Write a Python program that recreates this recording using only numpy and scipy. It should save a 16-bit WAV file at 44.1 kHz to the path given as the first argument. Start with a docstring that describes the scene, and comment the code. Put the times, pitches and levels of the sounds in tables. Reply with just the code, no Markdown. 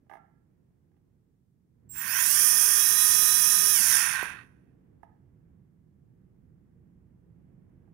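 """Four small brushless motors without propellers spin up, whine for about two seconds and coast to a stop on a carpet.
Their whine is sine lines locked to shaft speed and lifted by frame resonances; their bearings are filtered random
ticks, and their drives squeal in nearly fixed tones. A hand creaks a plastic case: noise cracks and decaying modes.
The room rumbles in filtered noise, and the left microphone port is shaded."""
import sys
import numpy as np
from scipy import signal
from scipy.fft import rfft, irfft, next_fast_len
from scipy.io import wavfile
from scipy.ndimage import uniform_filter1d

SR = 44100
rng = np.random.default_rng(int(sys.argv[2]) if len(sys.argv) > 2 else 0)


def put_to_file(sound):
    """Save the sound as 16-bit audio at rate SR, in the file named by the first command-line argument."""
    columns = np.atleast_2d(sound).T  # one column per channel
    safe = np.clip(columns, -1, 1)
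    whole_steps = np.round(safe * 32767)
    wavfile.write(sys.argv[1], SR, whole_steps.astype(np.int16))


N = 349713
TIME = np.arange(N) / SR
START_S, CUT_S, STOP_S = 1.885, 3.728, 4.54  # power on, power cut, all at rest


def undb(db):
    """Decibel law: amplitude ratio of a level in dB."""
    return 10 ** (np.asarray(db) / 20)


def level(x, db):
    """Root-mean-square normalisation: scale a signal to a level in dB rms."""
    return x * undb(db) / np.sqrt(np.mean(x ** 2))


def curves(table):
    """Linear interpolation: each column of a table drawn out over the time in its first column."""
    times, *columns = np.transpose(table)
    return [np.interp(TIME, times, column) for column in columns]


def colour(x, points):
    """Linear filtering: weight the spectrum by points of (frequency [Hz], gain [dB]) on a log frequency axis."""
    size = next_fast_len(x.shape[-1] + 4096)
    hz, db = np.transpose(points)
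    log_hz = np.log(np.fft.rfftfreq(size, 1 / SR) + 1)  # + 1 Hz avoids log(0)
    gain = undb(np.interp(log_hz, np.log(hz), db))
    return irfft(rfft(x, size) * gain, size)[..., :x.shape[-1]]


def walk(rate):
    """Smoothed random steps: a slow wander of rms 1, with rate new values per second."""
    hold = int(SR / rate)
    steps = np.repeat(rng.standard_normal(N // hold + 1), hold)
    return level(uniform_filter1d(steps, hold)[:N], 0)


def decay(t, t60_s):
    """Exponential decay: amplitude falls by 60 dB in t60_s."""
    return np.exp(-np.log(1000) * t / abs(t60_s))


def scatter(x, t60_s, db):
    """Diffuse reverberation: convolution with decaying noise, for sound arriving after many reflections."""
    t = TIME[:SR // 2]
    response = level(rng.standard_normal(len(t)) * decay(t, t60_s), db) / np.sqrt(len(t))
    return signal.fftconvolve(x, response)[:N]


def add(out, s, hit):
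    """Superposition: a short sound joins the others at s seconds."""
    start = int(s * SR)
    out[start:start + len(hit)] += hit


def room():
    """Partly coherent noise: rumble largely shared by the ports, murmur mostly separate, hiss of the electronics."""
    # background level: (time [s], rumble before swell and port offset [dB], murmur relative to rumble [dB])
    room_levels = [(0.0, -67, -5.5), (1.4, -66, -10), (4.9, -63, -6.5), (6.0, -59, -13), (7.93, -58, -8.5)]
    # spectral shape of the rumble: (frequency [Hz], relative density [dB per Hz])
    rumble_shape = [(12, -46.5), (20, -12.5), (22, -17), (57, -2), (156, 2.5), (184, 2), (315, -22.5),
                    (362, -14), (400, -26), (520, -55), (880, -120)]
    # spectral shape of the murmur: (frequency [Hz], relative density [dB per Hz])
    murmur_shape = [(150, -25.5), (260, -2), (360, -8), (402, -11), (463, -10.5), (545, -18.5),
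                    (1270, -29.5), (1860, -31), (3500, -47), (4550, -78.5), (7700, -120)]
    hiss_db = -90
    # the background swells while the motors turn
    swell_db, swell_from_s, swell_rise_s, swell_to_s, swell_fall_s = 8.5, 1.78, 0.15, 4.72, 0.4
    port_db = np.array([[-3.0], [3.0]])  # left, right

    rumble_db, murmur_db = curves(room_levels)
    rise = (TIME - swell_from_s) / swell_rise_s
    fall = (swell_to_s - TIME) / swell_fall_s
    rumble_db += swell_db * np.clip(np.minimum(rise, fall), 0, 1)
    noise = rng.standard_normal((7, N))
    shared = noise[0]
    rumble = level(colour(shared + 0.49 * noise[1:3], rumble_shape), 0)
    murmur = level(colour(0.34 * shared + noise[3:5], murmur_shape), 0)
    murmur = murmur * undb(murmur_db + 0.5 * walk(3))
    gain = undb(rumble_db + 1.3 * walk(3) + port_db)
    return gain * (rumble + murmur) + undb(hiss_db) * noise[5:]


def ring(modes, tilt_db, push_s, length=.4):
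    """Modal decay: a short scraping push excites damped modes, each a little off its usual pitch and strength."""
    t = TIME[:int(length * SR)]
    chance = rng.standard_normal((len(modes), 3))
    out = np.zeros(len(t))
    for (hz, db, t60_s), (strength, detune, phase) in zip(modes, chance):
        gain = undb(db + tilt_db * np.log2(hz / 840) + 2.0 * strength)
        tone = np.sin(2 * np.pi * hz * (1 + 0.02 * detune) * t + 3 * phase)
        out += gain * tone * decay(t, t60_s)
    return np.clip(t / push_s, 0, 1) ** 2 * out


def knocks():
    """Impact excitation: plastic creaks and clicks as modes plus broadband cracks, with a snap as the motors slow."""
    # knocks of plastic: (time [s], level before mixing [dB], spectral tilt of the modes [dB per octave])
    plastic_knocks = [(0.064, -72, -7), (0.096, -45.5, 2), (0.112, -42, -1), (0.123, -44, -0.5),
                      (0.135, -41, 0.5), (0.152, -41.5, -1), (0.169, -52, 1), (0.915, -76, 3),
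                      (0.94, -77, 3), (0.965, -76, 4.5), (5.030, -42, -1.5), (7.875, -67, -6)]
    # modes of the case: (nominal frequency [Hz], relative level [dB], decay time T60 [s])
    case_modes = [(369, 0.5, 0.016), (667, -7.5, 0.073), (828, 6.5, 0.034), (966, 0, 0.016),
                  (1208, -5, 0.033), (1645, 3, 0.02), (2020, 16.5, 0.0064)]
    # spectrum of the crack noise: (frequency [Hz], relative gain [dB])
    crack_shape = [(300, -28), (2500, 3), (3600, -4), (4300, -15), (5800, -6.5), (7600, -19), (9500, -5),
                   (13000, -13), (16000, -10)]
    # modes of the sharp snap: (nominal frequency [Hz], nominal level before mixing [dB], decay time T60 [s])
    snap_modes = [(379, -28.5, 0.012), (666, -46, .03), (1000, -30.5, .015), (8000, -41.5, 0.0075),
                  (10360, -49, .01), (13200, -37.5, .012), (15000, -35.5, .012)]
    # a spring that rings on: (nominal frequency [Hz], nominal level before mixing [dB], decay time T60 [s])
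    twang_modes = [(1405, -58, 0.33)]
    crack_db, crack_t60_s = -31, 0.088  # noise before its decay, relative to the knock at zero tilt
    snap_s, twang_s = 4.228, 0.15

    out, t = np.zeros(N + SR), TIME[:SR // 5]
    for s, db, tilt_db in plastic_knocks:
        hit = ring(case_modes, tilt_db, 0.0035)
        add(out, s, undb(db) * hit / np.abs(hit).max())
        # brighter knocks crack louder
        crack = level(colour(rng.standard_normal(len(t)), crack_shape), crack_db + 3.3 * tilt_db)
        add(out, s, undb(db) * crack * decay(t, crack_t60_s))
    add(out, snap_s, ring(snap_modes, 0, 0.00071))
    add(out, twang_s, ring(twang_modes, 0, 0.051, .6))
    return out[:N]


def coasting():
    """Rotational damping: share of speed left after the power cut, drag first and dry friction last."""
    drag_s, friction = .45, .2  # drag time constant; dry friction as a share of full speed
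    left_over = (1 + friction) * np.exp(-np.maximum(TIME - CUT_S, 0) / drag_s) - friction
    return np.clip(left_over, 0, 1)


def speed(motor):
    """Rotor kinematics: a ramp rounds off into the running speed, then coasts to rest; 1 is full speed."""
    # spin-up by motor name: (start [s], time to full speed [s], bend of the ramp [exponent], knee [exponent])
    spin_up = {"quick": (1.885, .445, 1, 14), "steady": (1.885, .53, .77, 16), "slow": (1.885, .455, 1, 4),
               "late": (2.2, .61, 1, 30)}
    sag, sag_ends_s, sag_lift_s = .013, 2.82, .05  # speeds stay slightly low until the late motor is up

    start, rise, bend, knee = spin_up[motor]
    ramp = (np.maximum(TIME - start, 0) / rise) ** bend
    share = ramp / (1 + ramp ** knee) ** (1 / knee)
    share = share * (1 - sag * (1 - np.tanh((TIME - sag_ends_s) / sag_lift_s)) / 2)
    full_speed = share[int(3.5 * SR)]
    return np.abs(uniform_filter1d(share * coasting(), 600)) / full_speed


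def bearings(share, points, ticks=14000, flicker_db=0.67):
    """Shot noise: balls tick on the races at a rate set by speed, a dense rush that grows grainy near rest."""
    chance = (ticks * share + 2500) / SR  # chance of a tick in each sample
    hits = (rng.random(N) < chance) * rng.standard_normal(N)
    return level(colour(hits / np.sqrt(chance), points), 0) * undb(flicker_db * walk(12))


def rush():
    """Spectral shaping of shot noise: rattle and fizz of the bearings, and the boom of the frame."""
    # bearing noise before mixing: (time [s], rattle level [dB], frame boom level [dB])
    bearing_levels = [(1.885, -79.5, -98), (1.91, -66.5, -82), (1.96, -51.5, -52.5), (2.02, -44, -43),
                      (2.12, -36, -38.5), (2.21, -29.5, -34.5), (2.28, -27, -41.5), (3.73, -27.5, -43.5),
                      (3.96, -25.5, -34.5), (4.1, -34.5, -34), (4.24, -46.5, -36.5), (4.42, -76.5, -55),
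                      (4.5, -90, -87), (4.75, -104, -86)]
    # spectral shape of the rattle: (frequency [Hz], relative density [dB per Hz])
    rattle_shape = [(2000, -41), (3400, -11.5), (3570, -24.5), (3800, -22.5), (4070, -17.5), (4130, -35.5),
                    (4330, -32.5), (4500, -14.5), (5270, -7.5), (5700, -1.5), (7040, -8), (7990, -13),
                    (9120, 1.5), (9920, 2), (12000, -13.5), (15600, -35.5), (22000, -120)]
    # spectral shape of the boom: (frequency [Hz], relative density [dB per Hz])
    boom_shape = [(260, -52.5), (450, -31.5), (599, -33), (1060, -7), (1230, -13.5), (1570, 1),
                  (1730, -3.5), (1850, 3.5), (2050, -9), (2300, -8.5), (2600, -3), (2840, -14.5),
                  (3740, -18), (4000, -29), (4400, -21), (5720, -48.5), (9680, -120)]
    # spectral shape of the fizz: (frequency [Hz], relative density [dB per Hz])
    fizz_shape = [(6760, -35.5), (11500, 2.5), (12100, -6), (15100, -5), (16000, -17.5)]
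    fizz_db, fizz_fade = -1.5, 0.82  # relative to the rattle; power of the coasting speed by which it fades

    rattle_db, boom_db = curves(bearing_levels)
    share = speed("steady")
    rattle = bearings(share, rattle_shape)
    fizz = undb(fizz_db) * coasting() ** fizz_fade * bearings(share, fizz_shape)
    boom = undb(boom_db) * bearings(share, boom_shape)
    end_s = bearing_levels[-1][0]
    running = np.clip(np.minimum(TIME - START_S, end_s - TIME) / 0.018, 0, 1)
    return running * (undb(rattle_db) * (rattle + fizz) + boom)


def squeal():
    """Electromagnetic excitation: the windings sound while the drives switch at a nearly fixed rate."""
    # switching tones before mixing: (start [s], end [s], frequency [Hz], level at start [dB], level at end [dB])
    switching_tones = [(1.89, 2.03, 7596, -62, -35.5), (1.892, 2.02, 15370, -58, -37),
                       (2.01, 2.32, 14850, -40, -33.5), (2.32, 3.75, 14735, -48.5, -53),
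                       (3.765, 3.785, 7586, -39.5, -41)]
    out = np.zeros(N)
    for t0, t1, hz, db0, db1 in switching_tones:
        gate = np.clip(np.minimum(TIME - t0, t1 - TIME) / 0.0039, 0, 1)
        phase = 2 * np.pi * hz * np.cumsum(1 + 0.00063 * walk(60)) / SR
        gain = undb(np.interp(TIME, [t0, t1], [db0, db1]) + 4.9 * walk(40))
        out += np.sqrt(2) * gate * gain * np.sin(phase)
    return out


def frame_db(hz):
    """Forced resonance: lift of a line that lies on a resonance of the plastic frame."""
    # resonances of the frame: (frequency [Hz], half-power width [Hz], peak power over the unlifted level [dB])
    frame_modes = [(1770, 570, 29.5), (1863, 119, 12.5), (2600, 990, 17.5), (6060, 760, 20.5),
                   (9400, 230, 12)]
    lift = sum(undb(2 * db) / (1 + (2 * (hz - f) / width) ** 2) for f, width, db in frame_modes)
    return 10 * np.log10(1 + lift)


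def whine(share, lines, waver=.0006, flutter_db=2.2, fade=4.5, coast_fade=4.2, ragged=2.2):
    """Order lines: tones tied to one shaft light up on frame resonances and grow faint and ragged at low speed."""
    on = slice(int(START_S * SR), int(STOP_S * SR))
    turn = 2 * np.pi * np.cumsum((share * (1 + waver * walk(30)))[on]) / SR  # phase of a 1 Hz line
    out, flutter = np.zeros(N), walk(25)
    depth_db = flutter_db * (1 + ragged * (1 - share))
    for hz, db in lines:
        # lift relative to full speed, renewed every 32 samples
        lift_db = frame_db(hz * share[on][::32]) - frame_db(hz)
        lift = np.repeat(undb(lift_db), 32)[:len(turn)]
        wobble = undb((depth_db * np.roll(flutter, rng.integers(N)))[on])
        tone = np.sin(hz * turn + rng.uniform(0, 2 * np.pi))
        out[on] += np.sqrt(2) * undb(db) * lift * wobble * tone
    return out * share ** np.where(TIME < CUT_S, fade, coast_fade)


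def motors():
    """Rotating-source spectra: whine and cogging lines follow the four shafts, and the drives add their squeal."""
    # lines of the quick motor: (frequency at full speed [Hz], level before mixing [dB rms])
    quick_lines = [(394, -62.5), (1244, -50.5), (1848, -54.5), (1884, -58), (5899, -43.5), (7866, -56),
                   (8325, -54), (8924, -46), (9448, -41), (11289, -44), (12312, -47.5), (13030, -44.5)]
    # lines of the steady motor: (frequency at full speed [Hz], level before mixing [dB rms])
    steady_lines = [(1185, -59.5), (2472, -55), (2574, -55), (2958, -61.5), (4650, -59), (5512, -44),
                    (6245, -43.5), (6334, -49), (7407, -49), (8044, -56), (8565, -51), (8747, -51),
                    (9092, -50), (9593, -47), (12261, -45)]
    # lines of the slow motor: (frequency at full speed [Hz], level before mixing [dB rms])
    slow_lines = [(462, -76), (850, -69), (945, -66.5), (1044, -56.5), (1705, -57), (2835, -62),
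                  (6426, -55), (9936, -43), (10218, -41.5), (10292, -41), (10420, -45.5)]
    # lines of the motor that starts late: (frequency at full speed [Hz], level before mixing [dB rms])
    late_lines = [(3776, -57.5), (3934, -49.5), (5619, -45), (5667, -44)]
    # magnets passing the stator teeth, levels before fades and mixing:
    # (multiple of cog_hz [-], level driven [dB rms], level coasting [dB rms])
    cogging = [(1, -59, -60), (1.5, -66, -48), (2, -50, -47), (3, -51.5, -60), (4, -58, -42), (6, -54, -62),
               (9.5, -66, -48.5)]
    cog_hz = 1683  # at full speed
    whine_db = 1.5
    lock_s, lock_rise_s = 2.02, .1  # the tones set in once the drives have caught the rotors

    steady = speed("steady")
    lines = whine(speed("quick"), quick_lines)
    lines += whine(steady, steady_lines)
    lines += whine(speed("slow"), slow_lines)
    lines += whine(speed("late"), late_lines, fade=14, coast_fade=6)
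    driven_lines = [(k * cog_hz, db) for k, db, _ in cogging]
    free_lines = [(k * cog_hz, db) for k, _, db in cogging]
    driven = whine(steady, driven_lines, waver=.001, flutter_db=2.2, fade=1.6)
    free = whine(steady, free_lines, waver=.002, flutter_db=2.5, coast_fade=1.9, ragged=1)
    cut = np.clip((TIME - CUT_S) / .03, 0, 1)  # driven cogging gives way to coasting
    locked = np.clip((TIME - lock_s) / lock_rise_s, 0, 1)
    return locked * (undb(whine_db) * lines + (1 - cut) * driven + cut * free) + squeal()


def scene():
    """Direct and diffuse fields: motors and hand reach each port directly and by reflection, over the room noise."""
    # shading of the left port: (frequency [Hz], gain [dB] before an overall make-up gain)
    shade = [(60, -5.5), (110, -1.5), (200, -9), (380, -16), (700, -13), (1290, -20.5), (2380, -24),
             (4400, -20.5), (8120, -41), (15000, -13.5)]
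    tail_t60_s, tail_db = 0.55, -6.5
    dull = [(100, -4.0), (1500, 10.0), (4000, 2.0), (16000, -6.5)]  # colour of the reflections

    tones, hand = motors(), knocks()
    drone = tones + rush()
    right = undb(7.0) * drone + colour(scatter(drone, tail_t60_s, -15.5), dull)
    # the shaded port hears the near bearings in the bass; its treble is the rush of the far ones, off the walls
    direct = colour(drone, [(100, 1.0), (1500, -4.5), (4000, -7), (16000, -16.5)])
    reflected = scatter(rush() + undb(-9.5) * tones, 0.47, 0)
    far = colour(reflected, [(100, -7.0), (1500, -3.5), (4000, -2.5), (16000, 0.0)])
    left = undb(10.0) * colour(direct + far, shade)
    right += undb(8) * hand + colour(scatter(hand, tail_t60_s, tail_db), dull)
    left += undb(-15.0) * hand + colour(scatter(hand, tail_t60_s, tail_db - 11), dull)
    return np.array([left, right]) + room()


def record(dry):
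    """Band limiting: the phone cuts the top with two passes of a steep elliptic low-pass."""
    top_hz = 15800
    sos = signal.ellip(12, .1, 60, top_hz, fs=SR, output="sos")
    return signal.sosfilt(sos, signal.sosfilt(sos, dry))


dry = scene()
out = record(dry)
put_to_file(out)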